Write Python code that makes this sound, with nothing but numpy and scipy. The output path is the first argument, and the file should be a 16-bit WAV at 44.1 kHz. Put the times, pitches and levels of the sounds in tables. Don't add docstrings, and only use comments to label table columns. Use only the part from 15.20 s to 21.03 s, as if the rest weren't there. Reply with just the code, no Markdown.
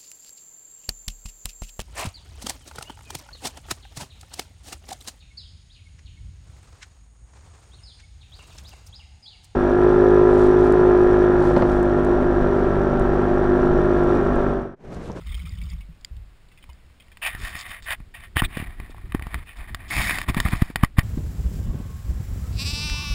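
import sys
import numpy as np
from scipy import signal
from scipy.fft import rfft, irfft, next_fast_len
from scipy.io import wavfile
from scipy.ndimage import map_coordinates

SR = 44100
rng = np.random.default_rng(int(sys.argv[2]) if len(sys.argv) > 2 else 0)


def master(y):
    cut = np.clip(np.atleast_2d(y).T, -1, 1)
    pcm = np.round(cut * 32767)
    wavfile.write(sys.argv[1], SR, pcm.astype(np.int16))


N = 257103


def amp(db):
    return 10 ** (np.asarray(db) / 20)


def unit(x):
    return x / np.sqrt(np.mean(x ** 2) + 1e-20)


def peak_one(x):
    return x / (np.abs(x).max() + 1e-20)


def add(track, start, x):
    i = max(round(start * SR), 0)
    track[i:i + len(x)] += x[:max(N - i, 0)]


def wobble(rate):
    values = rng.standard_normal(int(N * rate / SR) + 4)
    return map_coordinates(values, [np.arange(N) * rate / SR])


def slips(rate, spread_db):
    jerks = (rng.random(N) < rate / SR) * rng.choice([-1, 1], N)
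    return unit(jerks * amp(spread_db * rng.standard_normal(N).clip(-2, 2)))


def burst(t, fade):
    return rng.standard_normal(len(t)) * amp(-60 * t / fade)


def ring(modes, t, attack):
    tones = sum(amp(db + rng.normal(0, 4.7) - 60 * t / fade) * np.sin(2 * np.pi * hz * t)
                for hz, db, fade in modes)
    return peak_one(tones * (1 - np.exp(-t / attack)))


def bell(hz, centre, width):
    return 1 / np.sqrt(1 + (2 * (hz - centre) / width) ** 2)


def tone_gain(tone, hz):
    points_hz, points_db = np.transpose(tone)
    return amp(np.interp(np.log(hz + 1), np.log(points_hz + 1), points_db))


def filtered(x, response):
    size = 2 * next_fast_len(len(x) // 2 + 4096)
    gain = np.maximum(response(np.fft.rfftfreq(size, 1 / SR)), 1e-6)
    cepstrum = irfft(np.log(gain))
    cepstrum[1:size // 2] *= 2
    cepstrum[size // 2 + 1:] = 0
    return irfft(rfft(x, size) * np.exp(rfft(cepstrum)), size)[:len(x)]


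def coloured(x, tone):
    return unit(filtered(x, lambda hz: tone_gain(tone, hz)))


# pitch in Hz, width in Hz, strength in dB.
CASE_RESONANCES = [(703, 100, -4.5), (1148, 187, 3.5), (1866, 243, 6), (2436, 300, 0.5), (3060, 126, 3),
                   (3610, 390, 6.5), (4610, 150, 3.5), (5200, 370, -3)]
def through_case(x, tone, ringing=1):
    def response(hz):
        boost = sum(amp(db) * ringing * bell(hz, pitch, width / ringing) ** 2
                    for pitch, width, db in CASE_RESONANCES)
        return tone_gain(tone, hz) * (1 + boost)
    return unit(filtered(x, response))


# frequency in Hz, relative level in dB.
KITCHEN_TONE = [(12, -0.5), (20, 3), (63, -8), (262, -22), (825, -30), (2260, -30.5), (4940, -37.5),
                (7500, -45)]
def kitchen():
    return amp(-50.5) * coloured(rng.standard_normal(N), KITCHEN_TONE)


def jingle(rate, spread_db, fade):
    out, t = np.zeros(N), np.arange(SR // 25) / SR
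    for when, pitch, size in rng.random((int(rate * N / SR), 3)):
        hz = 900 * (5500 / 900) ** pitch
        add(out, when * N / SR, amp(spread_db * size - 60 * t / fade) * np.sin(2 * np.pi * hz * t))
    return unit(out)


def push(start, length, db, fade_db_per_s):
    t = np.arange(N) / SR - start
    onset = np.sqrt(np.clip(t / 0.0025, 0, 1))
    return onset * amp(db - fade_db_per_s * np.maximum(t - length, 0))


# frequency in Hz, relative level in dB.
TUB_TONE = [(12, -32), (20, -20), (43, -8), (64, 6.5), (118, -20.5), (182, -13), (248, -38), (330, -46),
            (600, -82)]
WIRE_TONE = [(300, -2), (600, -17), (950, -16), (1250, -11.5), (1750, -17), (2150, -3.5), (2550, -9.5),
             (3300, -7), (4200, -14.5), (5300, -6.5), (7500, -38)]
# start and length in seconds, rumble and rattle levels in dB.
RACK_PUSHES = [(0.0, 0.53, -35, -53.5), (1.3, 0.68, -58, -72)]
def rolling_rack():
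    roll = sum(push(start, length, db, fade_db_per_s=88) for start, length, db, _ in RACK_PUSHES)
    rattle = sum(push(start, length, db, fade_db_per_s=178) for start, length, _, db in RACK_PUSHES)
    rumble = coloured(rng.standard_normal(N), TUB_TONE)
    loose_wires = jingle(rate=1200, spread_db=20, fade=0.016) + slips(rate=9000, spread_db=3)
    chatter = through_case(loose_wires * amp(3 * wobble(60.2)), WIRE_TONE)
    return roll * rumble + rattle * chatter


# pitch in Hz, relative level in dB, seconds to fade by 60 dB.
TUB_MODES = [(45.8, 11, 0.59), (63, 19.5, 0.22), (98.6, 7, 0.32), (162.2, 7.5, 0.11), (202, -7, 0.23)]
# start in seconds, relative level in dB, favoured pitch in Hz.
TUB_BUMPS = [(0.096, -15.5, 63), (0.239, -24, 185), (0.312, -23.5, 147), (0.424, -24, 201),
             (0.466, -20, 64), (0.531, -20, 143), (0.688, -31, 160), (0.911, -21, 69.6), (0.97, -23, 51.6),
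             (1.487, -28, 65)]
def tub_bumps():
    out, t = np.zeros(N), np.arange(SR // 3) / SR
    for start, db, pitch in TUB_BUMPS:
        modes = [(hz, level - 9 * abs(np.log2(hz / pitch)), fade) for hz, level, fade in TUB_MODES]
        add(out, start, amp(db - 7.5) * ring(modes, t, attack=0.006))
    return out


# start in seconds, peak level in dB, pitch in Hz.
WIRE_TICKS = [(0.81, -47, 4770), (0.966, -47.5, 3400), (1.287, -49, 3560), (1.699, -52, 1150),
              (1.823, -44, 2860), (1.883, -45.5, 2220)]
def wire_ticks():
    out, t = np.zeros(N), np.arange(SR // 16) / SR
    for start, db, pitch in WIRE_TICKS:
        tick = filtered(burst(t, fade=0.02), lambda hz: bell(hz, pitch, 1700) ** 2)
        add(out, start, amp(db) * peak_one(tick))
    return out


# pitch in Hz, relative level in dB, seconds to fade by 60 dB.
WIRE_MODES = [(1083, -16.5, 0.056), (2158, -4, 0.094), (2580, -3, 0.046), (3260, -4, 0.068),
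              (3680, -12, 0.05)]
# start in seconds, relative level in dB, pitch in Hz.
WIRE_TAPS = [(0.012, -42, 1305), (0.078, -43, 2130), (0.092, -37.5, 3280), (0.119, -34.5, 3330),
             (0.144, -29.5, 3210), (0.193, -34, 2205), (0.254, -34.5, 2340), (0.271, -39, 1310),
             (0.415, -34.5, 2290), (0.508, -40, 2200), (0.608, -40, 2840), (1.316, -46, 2100),
             (1.375, -42, 2600), (1.426, -43, 3050), (1.492, -39.5, 990), (1.8, -40.5, 3120),
             (1.917, -41, 1840)]
def wire_taps():
    out, t = np.zeros(N), np.arange(SR // 8) / SR
    rebound_s, rebound_loss_db = 0.0044, 2
    for start, db, pitch in WIRE_TAPS:
        struck = (pitch, 9, 0.031)
        others = [(hz * (1 + 0.05 * rng.normal()), level, fade) for hz, level, fade in WIRE_MODES]
        for hit in range(3):
            tick = peak_one(through_case(burst(t, fade=0.015), WIRE_TONE))
            delay = hit * rebound_s * rng.uniform(0.78, 1.4)
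            tap = ring([struck] + others, t, attack=0.00013) + amp(-4) * tick
            add(out, start + delay, amp(db - 4 - hit * rebound_loss_db) * tap)
    return out


# pitch in Hz, relative level in dB, seconds to fade by 60 dB.
RAIL_MODES = [(2060, -25.5, 0.0072), (3280, -18.5, 0.0052), (4800, -6, 0.0077)]
# start in seconds, relative level in dB.
RAIL_CLINKS = [(0.293, -35), (0.438, -39.5), (0.499, -38), (0.502, -34), (0.847, -18), (1.531, -44.5)]
def rail_clinks():
    out, t = np.zeros(N), np.arange(SR // 8) / SR
    for start, db in RAIL_CLINKS:
        scrape = 0.043 * burst(t, fade=0.059)
        add(out, start, amp(db - 2) * peak_one(ring(RAIL_MODES, t, attack=0.0017) + scrape))
    return out


def rub(start, rise, fall, db, edge_db, curve):
    landing_s, lift_s = 0.16 * rise, 0.006
    out, t = np.zeros(N), np.arange(int((rise + fall + 10 * lift_s) * SR)) / SR
    from_peak = np.where(t < rise, (rise - t) / rise, (t - rise) / fall)
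    touching = np.minimum(t / landing_s, 1) * np.exp(-np.maximum(t - rise - fall, 0) / lift_s)
    add(out, start, amp(db - edge_db * from_peak ** curve) * touching)
    return out


def pressure(events, rise, fall):
    out, t = np.zeros(N), np.arange(-10 * rise, 10 * fall, 1 / SR)
    for when, db in events:
        add(out, when + t[0], amp(db) * np.exp(-np.maximum(-t / rise, t / fall)))
    return out


def singing(glide, width_hz):
    hz, times, spectrum = signal.stft(rng.standard_normal(N), SR, nperseg=256)
    centre = np.interp(times, *np.transpose(glide))
    _, band = signal.istft(spectrum * bell(hz[:, None], centre, width_hz) ** 3, SR, nperseg=256)
    return unit(band[:N])


def catching_skin(rate):
    return slips(rate, spread_db=3) * amp(2.5 * wobble(260))


# start in seconds, peak level in dB, pitch in Hz.
GRIP_CREAKS = [(3.697, -32.5, 344), (3.706, -43.5, 1200), (3.746, -35, 825), (3.782, -36, 1080),
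               (4.013, -34, 792)]
def grip_creaks():
    out, t = np.zeros(N), np.arange(SR // 25) / SR
    for start, db, pitch in GRIP_CREAKS:
        add(out, start, amp(db) * ring([(pitch, 0, 0.009)], t, attack=0.00015))
    return out


# frequency in Hz, relative level in dB.
GRAZE_TONE = [(400, -33), (1000, -3.5), (2500, -2), (4600, -1), (5400, 0.5), (7500, -21)]
# start, rise and fall in seconds, level in dB.
PORT_GRAZES = [(2.17, 0.067, 0.15, -45), (2.35, 0.054, 0.031, -37), (2.47, 0.025, 0.066, -48.5),
               (2.62, 0.0067, 0.048, -48.5), (3.697, 0.0064, 0.014, -52), (4.361, .009, 0.04, -54),
               (4.676, 0.1, 0.258, -32), (5.08, 0.016, 0.014, -33.5), (5.11, 0.18, 0.24, -47.5)]
def port_grazes():
    touch = sum(rub(*row, edge_db=16, curve=2.25) for row in PORT_GRAZES)
    return touch * through_case(catching_skin(rate=2000), GRAZE_TONE)


# frequency in Hz, relative level in dB.
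OPEN_HAND_TONE = [(100, -53), (300, -17), (450, -17), (650, -2), (870, -3), (1300, -4.5), (1850, 2),
                  (2150, -2), (2600, 0.5), (3600, -10.5), (4300, -15.5), (5400, -17.5), (7500, -43)]
# start, rise and fall in seconds, level in dB, first and last pitch in Hz.
HAND_STROKES = [(2.015, 0.015, 0.033, -27.5, 2680, 2500), (2.035, 0.036, 0.041, -26.5, 2480, 2140),
                (2.108, 0.018, 0.1, -39.5, 1910, 1420), (2.199, 0.053, 0.1, -34, 1900, 1690),
                (2.329, 0.036, 0.11, -37.5, 1930, 2070), (2.436, 0.091, 0.075, -36.5, 2010, 2090),
                (2.654, 0.036, 0.047, -30, 1900, 1915), (2.703, 0.0042, 0.0049, -23, 1900, 2300),
                (2.713, 0.0084, 0.029, -25, 1910, 1870), (2.939, 0.0046, 0.065, -41.5, 2570, 2540),
                (2.995, 0.05, 0.038, -44, 1960, 1830), (3.154, 0.043, 0.012, -22.5, 3200, 2940),
                (3.226, 0.024, 0.013, -29, 2400, 2500), (3.3, 0.098, 0.03, -35.5, 2450, 2660),
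                (4.254, 0.037, 0.056, -43, 2560, 2410)]
def hand_strokes():
    touch = sum(rub(*row[:4], edge_db=13.5, curve=1.3) for row in HAND_STROKES)
    glide = []
    for start, rise, fall, _, first_hz, last_hz in HAND_STROKES:
        glide += [(start + rise / 2, first_hz), (start + rise + fall / 2, last_hz)]
    skin = through_case(catching_skin(rate=7000), OPEN_HAND_TONE, ringing=1.32)
    hollow = amp(-3.5) * singing(glide, width_hz=810)
    return touch * unit(skin + hollow)


# frequency in Hz, relative level in dB.
CLOSED_HAND_TONE = [(100, -2.5), (300, 5.5), (450, -9.5), (700, 2), (1000, 0), (1300, -2.5), (1850, 1.5),
                    (2300, 1), (2800, -9), (4300, -15.5), (5400, -23), (7500, -43)]
# start, rise and fall in seconds, relative level in dB.
HAND_DRAGS = [(2.222, 0.03, 0.066, -48.5), (3.268, 0.15, 0.13, -44.5), (3.55, 0.052, 0.37, -51.5),
              (3.995, 0.061, 0.07, -48), (4.102, 0.041, 0.092, -44), (4.349, 0.079, 0.037, -47),
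              (4.472, 0.015, 0.052, -46), (4.559, 0.043, 0.28, -49.5), (4.692, 0.12, 0.08, -30),
              (4.87, 0.047, 0.13, -34), (5.039, 0.236, 0.237, -41), (5.077, .011, 0.021, -28.5),
              (5.165, 0.016, 0.019, -34), (5.248, 0.0079, .026, -33), (5.316, 0.019, 0.036, -36),
              (5.553, 0.038, 0.07, -46), (5.765, 0.034, .02, -35.5)]
def hand_drags():
    finger_rubs = [(when, min(db, -13.5) - 28) for when, db, _ in FINGER_THUMPS]
    touch = np.hypot(drag_gain(), pressure(finger_rubs, rise=0.0021, fall=0.023))
    skin = slips(rate=2200, spread_db=0.5) * amp(2.2 * wobble(110))
    return touch * amp(2.5) * through_case(skin, CLOSED_HAND_TONE)


def drag_gain():
    return sum(rub(*row, edge_db=10, curve=1.17) for row in HAND_DRAGS)


def case_judder():
    shake = filtered(slips(rate=400, spread_db=0), lambda hz: bell(hz, centre=156, width=170) ** 3)
    return drag_gain() * amp(-6) * unit(shake)


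# start, rise and fall in seconds, level in dB, first and last pitch in Hz.
SKIN_SQUEAKS = [(3.166, 0.022, .004, -33, 3600, 2300), (3.18, 0.015, 0.0099, -28, 1950, 1850),
                (3.23, 0.01, 0.01, -30, 980, 2200), (3.244, 0.0069, 0.0088, -26.5, 3550, 3600),
                (4.705, 0.019, 0.011, -26, 2170, 1700), (4.72, 0.058, 0.076, -26, 2330, 2220),
                (4.825, 0.067, 0.027, -26, 1810, 2300), (4.901, 0.0054, 0.078, -25, 1950, 1910)]
def skin_squeaks():
    out = np.zeros(N)
    for start, rise, fall, db, first_hz, last_hz in SKIN_SQUEAKS:
        squeak = singing([(start, first_hz), (start + rise + fall, last_hz)], width_hz=590)
        out += rub(start, rise, fall, db, edge_db=10.5, curve=1.15) * squeak
    return out


# frequency in Hz, relative level in dB.
FLEX_TONE = [(15, -12), (25, 5.5), (55, 1.5), (100, -5), (150, -18.5), (220, -20), (300, -25.5),
             (420, -24.5), (700, -93)]
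# time of the peak in seconds, level in dB.
HAND_PRESSES = [(2.2, -26.5), (2.82, -39), (3.24, -18.5), (3.42, -29.5), (3.6, -33), (3.85, -31.5),
                (3.96, -30.5), (4.16, -29), (4.51, -30.5), (4.79, -20.5), (5.11, -26.5), (5.19, -23),
                (5.27, -23.5)]
def case_flexing():
    grip_start_s = 2.03
    tremor = amp(-46) * (np.arange(N) / SR > grip_start_s)
    weight = pressure(HAND_PRESSES, rise=0.024, fall=0.036)
    pull = amp(-17) * drag_gain() ** 0.49
    rumble = coloured(rng.standard_normal(N) * amp(3.2 * wobble(30)), FLEX_TONE)
    return np.sqrt(tremor ** 2 + weight ** 2 + pull ** 2) * rumble


# frequency in Hz, relative level in dB.
CLICK_TONE = [(100, -15.5), (280, 5.5), (450, -6), (720, -2), (1400, -1.5), (1900, -2.5), (2700, -4),
              (3500, -9), (5300, -6.5), (7500, -42)]
# start in seconds, relative snap and knock levels in dB,
# pitch in Hz, and the frequency in Hz above which soft flesh dulls the snap.
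CASE_CLICKS = [(1.44, -37.5, -64, 2230, 5030), (1.971, -33, -63, 2880, 6000),
               (2.149, -24.5, -29, 1890, 6000), (2.353, -22.5, -34, 2350, 5000),
               (3.168, -5.5, -16.5, 1660, 2830), (3.219, -11.5, -50, 1230, 1900),
               (3.37, -20.5, -27.5, 1750, 3460), (3.6, -25, -28.5, 2120, 2470),
               (3.921, -24.5, -38, 2300, 2300), (3.9472, -16, -16, 750, 1156),
               (3.995, -25, -29, 1100, 2010), (4.023, -24.5, -30, 2130, 3450),
               (4.068, -25.5, -25.5, 1080, 3050), (4.143, -14, -28, 2330, 3500),
               (4.546, -15.5, -29, 1930, 4970), (4.766, -14, -25, 2220, 3500),
               (4.797, -19, -35, 2000, 3570), (4.895, -11.5, -32, 2300, 5000),
               (4.908, -9.5, -53, 2030, 4530), (4.985, -12.5, -41, 2400, 5000),
               (5.015, -16.5, -53, 1900, 5030), (5.086, -18, -20.5, 1074, 1788),
               (5.145, -14.5, -29, 1390, 6000), (5.201, -6.5, -22, 1310, 9000),
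               (5.261, -19.5, -21, 1184, 2030), (5.285, -17.5, -26, 2290, 6500),
               (5.337, -19, -53, 1250, 1800), (5.558, -6, -21.5, 1860, 5040),
               (5.635, -6.5, -22, 1160, 2280), (5.646, -15, -32, 1960, 5030),
               (5.785, -13.5, -36, 1140, 2590), (5.791, -8.5, -23, 2030, 5000)]
def case_clicks():
    out, t = np.zeros(N), np.arange(SR // 12) / SR
    for start, db, knock_db, pitch, dull_hz in CASE_CLICKS:
        snap = rng.standard_normal(len(t)) * (amp(-60 * t / 0.014) + amp(-20 - 60 * t / 0.065))
        snap[0] += 9
        snap = filtered(
            snap, lambda hz: (1 + 2 * bell(hz, pitch, 680) ** 2) / np.hypot(1, (hz / dull_hz) ** 2))
        add(out, start + 0.0006, amp(db + 1.18) * peak_one(through_case(snap, CLICK_TONE)))
        knock = ring([(68.3, 1.0, 0.05), (148, 1.5, 0.016)], t, attack=0.00037)
        add(out, start, amp(min(knock_db, -15) + 4.5) * knock)
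    return out


# moment of lifting in seconds, level in dB, release in seconds.
FINGER_THUMPS = [(2.803, -29.5, 0.0022), (3.1613, -15.5, 0.0039), (3.222, -9, 0.0017),
                 (3.3727, -15.5, 0.001), (3.4, -20.5, 0.0017), (3.425, -20, 0.0015), (3.9488, -9.5, 0.0012),
                 (5.09, -19, 0.0027), (5.098, -10, 0.0017), (5.168, -8.5, 0.0017), (5.172, -12, 0.0024),
                 (5.253, -9, 0.0026), (5.333, -7.5, 0.0021), (5.4213, -2, 0.002), (5.502, -22.5, 0.0011),
                 (5.6346, 1, 0.0018), (5.785, -0.5, 0.0024)]
def finger_thumps():
    out, lead_s = np.zeros(N), 0.03
    t = np.arange(-lead_s, 2 * lead_s, 1 / SR)
    before, after = np.minimum(t, 0), np.maximum(t, 0)
    for when, db, release in FINGER_THUMPS:
        pressed = (1 - np.tanh(t / (0.013 * release))) / 2
        squeeze = 0.38 * np.exp(before / (0.77 * release)) * pressed
        suction = (after / release * np.exp(1 - after / release)) ** 3.72
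        scuff = through_case(rng.standard_normal(len(t)), CLOSED_HAND_TONE) * np.exp(-np.abs(t) / 0.0039)
        add(out, when - lead_s, amp(db) * (squeeze - suction + amp(-24.5) * scuff))
    return out


def scene():
    room = kitchen()
    rack = rolling_rack() + tub_bumps() + wire_taps() + rail_clinks() + wire_ticks()
    hand = hand_strokes() + hand_drags() + skin_squeaks() + case_flexing() + case_judder()
    fingers = port_grazes() + case_clicks() + grip_creaks() + finger_thumps()
    return (room + rack + hand + fingers)[None]


def coarse_sampling(x, rate_hz=12000, band_hz=5710):
    narrow = filtered(x, lambda hz: 1 / np.hypot(1, (hz / band_hz) ** 24))
    mirrored = narrow * (1 + 2 * np.cos(2 * np.pi * rate_hz * np.arange(N) / SR))
    size = next_fast_len(N + SR // 10)
    hold_gain = np.sinc(np.fft.rfftfreq(size, 1 / SR) / rate_hz)
    return irfft(rfft(mirrored, size) * hold_gain, size)[:N]


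# frequency in Hz, width in Hz, depth in dB.
PORT_DIP = [(410, 52, 4)]
def record(dry):
    def port_gain(hz):
        return amp(-sum(db * bell(hz, centre, width) ** 2 for centre, width, db in PORT_DIP))
    bass_cut = signal.butter(1, 10, "high", fs=SR, output="sos")
    treble_cut = signal.ellip(10, 0.1, 90, 15600, fs=SR, output="sos")
    at_microphone = signal.sosfilt(bass_cut, filtered(dry[0], port_gain))
    sampled = coarse_sampling(at_microphone).clip(-1, 1)
    return signal.sosfilt(treble_cut, sampled)[None]


dry = scene()
out = record(dry)
master(out)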